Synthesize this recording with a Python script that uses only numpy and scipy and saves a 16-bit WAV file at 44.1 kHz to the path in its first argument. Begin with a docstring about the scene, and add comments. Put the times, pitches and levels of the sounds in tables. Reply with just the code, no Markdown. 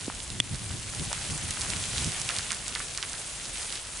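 """A dense crackle of ice pellets over a far hiss, swelling and easing: freezing rain on bare trees
and frozen ground. Near pellets tick, heavier drops tap and splat, some thud on soft ground.
One pellet hits the microphone's case so hard that the limiter briefly ducks the rain.
Light wind buffets the microphone."""
import sys
import numpy as np
from scipy import signal
from scipy.fft import rfft, irfft
from scipy.io import wavfile
from scipy.ndimage import uniform_filter1d, minimum_filter1d

SR = 44100
rng = np.random.default_rng(int(sys.argv[2]) if len(sys.argv) > 2 else 0)


def materialize(psi):
    """Save the field psi as 16-bit PCM at rate SR to the path in sys.argv[1].

    A 1-D psi becomes a single channel; in a 2-D psi each row is a channel.
    """
    bounded = np.clip(np.atleast_2d(psi).T, -1, 1)
    quanta = np.round(bounded * 32767).astype(np.int16)
    wavfile.write(sys.argv[1], SR, quanta)


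N = 176400
T = np.arange(N) / SR


def rain():
    """Far hiss, fine crackle and coarser ticks follow the strength of the shower."""
    # Each row: time in seconds, shower strength in dB.
    rainfall = [(0, -39), (.5, -40), (.8, -38.5), (1.0, -37), (1.25, -34.5), (1.45, -35), (1.75, -33),
                (1.85, -34), (2.03, -31.5), (2.15, -33.5), (2.35, -33.5), (2.6, -37), (2.8, -37),
                (2.95, -37), (3.52, -37.7), (3.58, -35.5), (3.77, -36), (3.85, -40.5), (4, -36.5)]
    # Each row: frequency in Hz, relative spectral density in dB.
    hiss_spectrum = [(200, -3.5), (450, -3.5), (900, -2.5), (1600, -4), (3000, -2.5), (4200, -3.5),
                     (5500, -3), (7000, -0.5), (9200, 1.84), (10200, 2), (11000, -8)]
    hiss = from_db(-1.5) * banded_noise(hiss_spectrum, patchy_db=1.28, flicker_hz=20.4, top_hz=15000)
    fine = from_db(-6.5) * crackle(per_s=5000, size_db=3.0, cycles=6, spread_db=16.5)
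    coarse = from_db(-9.5) * crackle(per_s=170, size_db=3.5, cycles=4.1, spread_db=15)
    return from_db(in_time(rainfall)) * (hiss + fine + coarse) * panned(-0.35)


def crackle(per_s, size_db, cycles, spread_db, bands=16):
    """Pellets land at random all around, each with its own size, pitch and direction; rms 1."""
    # Each row: pellet pitch in Hz, relative level in dB.
    pitch_levels = [(900, -12), (1500, 0.5), (3000, 4), (5000, 0.5), (7000, 0), (9500, -4.5)]
    when, size, pitch, side, sign = rng.random((int(per_s * N / SR), 5)).T
    weight = np.minimum(-np.log(1 - size), 3.5)  # many small, few large
    height = from_db(size_db * weight) * np.sign(sign - .5)
    stereo = height * panned(spread_db * (2 * side - 1))
    band = (np.sqrt(pitch) * bands).astype(int)
    out = np.zeros((2, N))
    for k, hz in enumerate(np.geomspace(1000, 10000, bands)):
        in_band = band == k
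        clicks = np.zeros((2, N))
        clicks[:, (when[in_band] * N).astype(int)] = stereo[:, in_band]
        out += from_db(at_hz(pitch_levels, hz)) * np.sqrt(hz) * resonate(clicks, hz, cycles)
    return rms_one(out)


def near_hits():
    """Close by, pellets tick, heavy drops tap and then splat, and drops on something soft thud."""
    # Each row: start in seconds, level in dB, pitch in Hz.
    pellets = [(0.0226, -30, 5100), (0.1502, -22, 8400), (0.3025, -19, 4370), (0.5576, -24.5, 5800),
               (0.697, -31, 5000), (.7981, -23, 7700), (.9492, -20.5, 6900), (.9964, -18.5, 3260),
               (1.0522, -23, 3800), (1.1297, -10, 8550), (1.13, -15, 3370), (1.3058, -16, 8600),
               (1.3778, -17, 7640), (1.508, -11, 7740), (1.6105, -16, 5700), (1.7026, -13.5, 5130),
               (1.8397, -15.5, 3000), (1.9816, -11, 3480), (2.0453, -12.5, 6400), (2.1203, -18, 4400),
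               (2.1992, -14, 9100), (2.2165, -13.5, 5840), (2.5303, -19, 5600), (2.547, -17, 8100),
               (2.6813, -13.5, 6800), (3.0966, -18, 8500), (3.1489, -27, 5400), (3.2748, -28, 5800),
               (3.4546, -22, 4600), (3.5728, -21, 6000), (3.6225, -24, 7100), (3.7558, -18.5, 4100),
               (3.973, -20.5, 7200)]
    # Each row: start in seconds, tap level in dB, tap pitch in Hz, splat level in dB.
    drops = [(0.5458, -22, 3470, -31), (1.6165, -14, 5300, -27.5), (2.2906, -9.5, 2720, -19.5),
             (2.3064, -16, 3200, -27), (2.365, -14, 3500, -26), (2.3864, -11, 4200, -25),
             (2.5061, -12.5, 2720, -23), (2.519, -10.5, 6550, -24.5), (2.752, -12, 3600, -20),
             (2.7958, -21, 5800, -24), (2.9757, -12.5, 5470, -25.5), (3.0277, -11, 3000, -23.5),
             (3.1326, -19.5, 5200, -29.5), (3.7255, -15.5, 3770, -29)]
    # Each row: start in seconds, level in dB, pitch in Hz.
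    thuds = [(0.0805, -23, 228), (.0999, -23, 900), (.7066, -31.5, 950), (0.9365, -30, 1130),
             (1.116, -26, 600), (1.1303, -23, 850), (1.5723, -25, 1300), (1.665, -28.5, 1300)]
    tick_shape = dict(cycles=3.1, spray_db=-20.5, spray_t60_s=0.028)
    tick_gain_db, tick_low_hz, splat_delay_s = 1.5, 1300, 0.007
    hard, soft = np.zeros((2, N))
    for start_s, db, hz in pellets:
        add(hard, start_s, from_db(db + tick_gain_db) * impact(hz, **tick_shape))
    for start_s, db, hz, splat_db in drops:
        add(hard, start_s, from_db(db + tick_gain_db) * impact(hz, **tick_shape))
        splat = impact(hz=1435, cycles=2.22, spray_db=-12.5, spray_t60_s=0.079, order=2)
        add(soft, start_s + splat_delay_s, from_db(splat_db) * splat)
    for start_s, db, hz in thuds:
        thud = impact(hz, cycles=2.03, spray_db=-22, spray_t60_s=0.04, order=2)
        add(soft, start_s, from_db(db) * thud)
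    high_pass = signal.butter(2, tick_low_hz, "high", fs=SR, output="sos")
    hard = signal.sosfilt(high_pass, hard + 1e-18)
    return (hard + soft) * panned(-4.5)


def impact(hz, cycles, spray_db, spray_t60_s, order=1):
    """One contact of peak 1, then a dying spray of fragments; a higher order makes it rounder."""
    t = T[:SR // 10]
    parts = np.array([t == 0, rng.standard_normal(len(t))])  # impulse, noise
    for _ in range(order):
        parts = resonate(parts, hz, cycles)
    contact, spray = parts
    envelope = (1 - np.exp(-t * hz)) * np.exp(-np.log(1000) * t / spray_t60_s)
    return contact / np.abs(contact).max() + rms_one(spray) * from_db(spray_db) * envelope


def case_knock():
    """A pellet strikes the microphone's case, sets its modes ringing and shatters."""
    # Each row: frequency in Hz, level relative to the blow in dB, t60 in seconds.
    modes = [(125, -22.5, 0.035), (280, -24, 0.022), (1970, -17, 0.0078), (2520, -17, 0.011),
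             (2810, -5.5, 0.0036), (3400, -7, 0.013), (5560, -20, 0.0035), (7200, -15, 0.0031),
             (8170, -13.5, 0.0042), (9360, -11, 0.003)]
    start_s, blow_db = 0.4014, 11
    shatter_db, shatter_t60_s, shatter_band_hz = -5, 0.01, [1780, 9150]
    blow, shatter = np.zeros(N), np.zeros((2, N))
    add(blow, start_s, from_db([blow_db]))
    ringing = sum((-1) ** k * from_db(db) * ring(blow, hz, t60_s)
                  for k, (hz, db, t60_s) in enumerate(modes))
    t = T[:SR // 10]
    band_pass = signal.butter(2, shatter_band_hz, "band", fs=SR, output="sos")
    fragments = rms_one(signal.sosfilt(band_pass, rng.standard_normal((2, len(t)))))
    decay = np.exp(-np.log(1000) * t / shatter_t60_s)
    add(shatter, start_s, from_db(shatter_db) * fragments * decay)
    return ringing + shatter


def wind():
    """Lumpy buffets on the microphone over a rumble of open air that follows them a little."""
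    # Each row: time in seconds, gust level in dB.
    gusts = [(0, -44), (.23, -52.5), (.36, -39.5), (.44, -41.5), (.54, -37), (.59, -51), (.62, -37),
             (.67, -46.5), (.75, -34.5), (.84, -48), (1.02, -32.5), (1.13, -44), (1.22, -48), (1.32, -35),
             (1.39, -41.5), (1.46, -38), (1.56, -49), (1.62, -40.5), (1.79, -40.5), (1.91, -46),
             (2.02, -33.5), (2.08, -36), (2.12, -52), (2.2, -45), (2.45, -49.5), (2.56, -51), (3.6, -62),
             (3.73, -55), (3.84, -66)]
    # Each row of both: frequency in Hz, relative spectral density in dB.
    buffet_spectrum = [(20, -28), (45, -10), (70, -2.5), (100, 1.5), (150, -2), (220, -9), (330, -18),
                       (600, -35), (1500, -61)]
    rumble_spectrum = [(20, -7), (45, 1), (100, -5), (200, -11.5), (400, -16.5), (900, -19.5), (2500, -32)]
    gust_db = in_time(gusts)
    lumps_db = 2.5 * np.clip(drift(rate_hz=25), -2, 2)
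    rumble_db = -47.5 + 0.14 * (gust_db - gust_db.mean())
    buffets = banded_noise(buffet_spectrum, patchy_db=1.5, flicker_hz=16, top_hz=1800)
    rumble = banded_noise(rumble_spectrum, patchy_db=2.0, flicker_hz=6, top_hz=3000)
    return from_db(gust_db + lumps_db) * buffets + from_db(rumble_db) * rumble


def banded_noise(spectrum, patchy_db, flicker_hz, top_hz):
    """Stereo noise in 0.4-octave bands, each with its own level, flicker and width; rms 1."""
    # Each row: frequency in Hz, left-right correlation from 0 to 1.
    correlation = [(40, 0.97), (110, 0.88), (220, 0.39), (450, 0.79), (900, 0.76), (3000, 0.77),
                   (6000, .72), (10000, 0.89)]
    out, common_flicker = 0, drift(flicker_hz)
    edges_hz = 18 * 2 ** np.arange(0, 9.7, .4)
    edges_hz = edges_hz[edges_hz < top_hz]
    white = rng.standard_normal((2, 2, N))
    for k, (low_hz, high_hz) in enumerate(zip(edges_hz, edges_hz[1:])):
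        band_pass = signal.butter(2, [low_hz, high_hz], "band", fs=SR, output="sos")
        mid, side = signal.sosfilt(band_pass, white[k % 2])  # adjacent bands independent
        hz = np.sqrt(low_hz * high_hz)
        alike = at_hz(correlation, hz)
        stereo = np.sqrt(1 + alike) * mid + np.sqrt(1 - alike) * side * [[1], [-1]]
        flicker_db = patchy_db * (0.66 * common_flicker + drift(flicker_hz))
        out = out + from_db(at_hz(spectrum, hz) + flicker_db) * stereo
    return rms_one(out)


def drift(rate_hz):
    """Slow random wander, rms about 1."""
    step, settle = 40, 2000
    r = np.exp(-2 * np.pi * rate_hz * step / SR)
    white = rng.standard_normal(N // step + settle + 2)
    slow = signal.lfilter([1], [1, -2 * r, r * r], white)[settle:]
    return np.interp(np.arange(N) / step, np.arange(len(slow)), rms_one(slow))


def resonate(x, hz, cycles):
    """A broad resonance that falls 60 dB in the given cycles and passes no bass."""
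    r, w = 1000 ** (-hz / (cycles * SR)), 2 * np.pi * hz / SR
    return signal.lfilter([1, 0, -1], [1, -2 * r * np.cos(w), r * r], x + 1e-18)


def ring(clicks, hz, t60_s):
    """One mode: a unit click starts a decaying sine of height 1."""
    r, w = 1000 ** (-1 / (t60_s * SR)), 2 * np.pi * hz / SR
    return signal.lfilter([0, np.sin(w)], [1, -2 * r * np.cos(w), r * r], clicks + 1e-18)


def from_db(db):
    """Decibels to gain."""
    return 10 ** (np.asarray(db) / 20)


def rms_one(x):
    """Scale to unit rms."""
    return x / np.sqrt(np.mean(x ** 2) + 1e-20)


def in_time(rows):
    """Interpolate (seconds, value) rows at every sample."""
    return np.interp(T, *np.transpose(rows))


def at_hz(rows, hz):
    """Interpolate (Hz, value) rows on a log-frequency axis."""
    row_hz, values = np.transpose(rows)
    return np.interp(np.log(hz), np.log(row_hz), values)


def panned(left_minus_right_db):
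    """Left and right gains for a level difference."""
    return from_db(np.array([[.5], [-.5]]) * left_minus_right_db)


def add(out, start_s, sound):
    """Mix a sound in at a time."""
    i = max(int(start_s * SR), 0)
    out[..., i:i + sound.shape[-1]] += sound[..., :max(N - i, 0)]


def scene():
    """Rain, near hits, the knock and wind, in stereo."""
    return rain() + near_hits() + case_knock() + wind()


def record(dry):
    """A fast limiter ducks after overloads; the top rolls off and is cut steeply."""
    limit_db, release_db_per_s = -3, 300
    roll_off_hz, cutoff_hz = 10790, 11080
    peak_db = 20 * np.log10(np.abs(dry).max(axis=0) + 1e-9)
    over_db = np.maximum(peak_db - limit_db, 0)
    duck_db = np.maximum.accumulate(over_db + release_db_per_s * T) - release_db_per_s * T
    gain_db = uniform_filter1d(minimum_filter1d(-duck_db, size=17), size=17)
    limited = dry * from_db(gain_db)
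    hz = np.arange(N + 1) * SR / (2 * N)
    roll_off = 1 / np.sqrt(1 + (hz / roll_off_hz) ** 24)
    cut = np.clip((cutoff_hz - hz) / 200 + .5, 0, 1)
    return irfft(rfft(limited, 2 * N) * roll_off * cut)[:, :N]


dry = scene()
out = record(dry)
materialize(out)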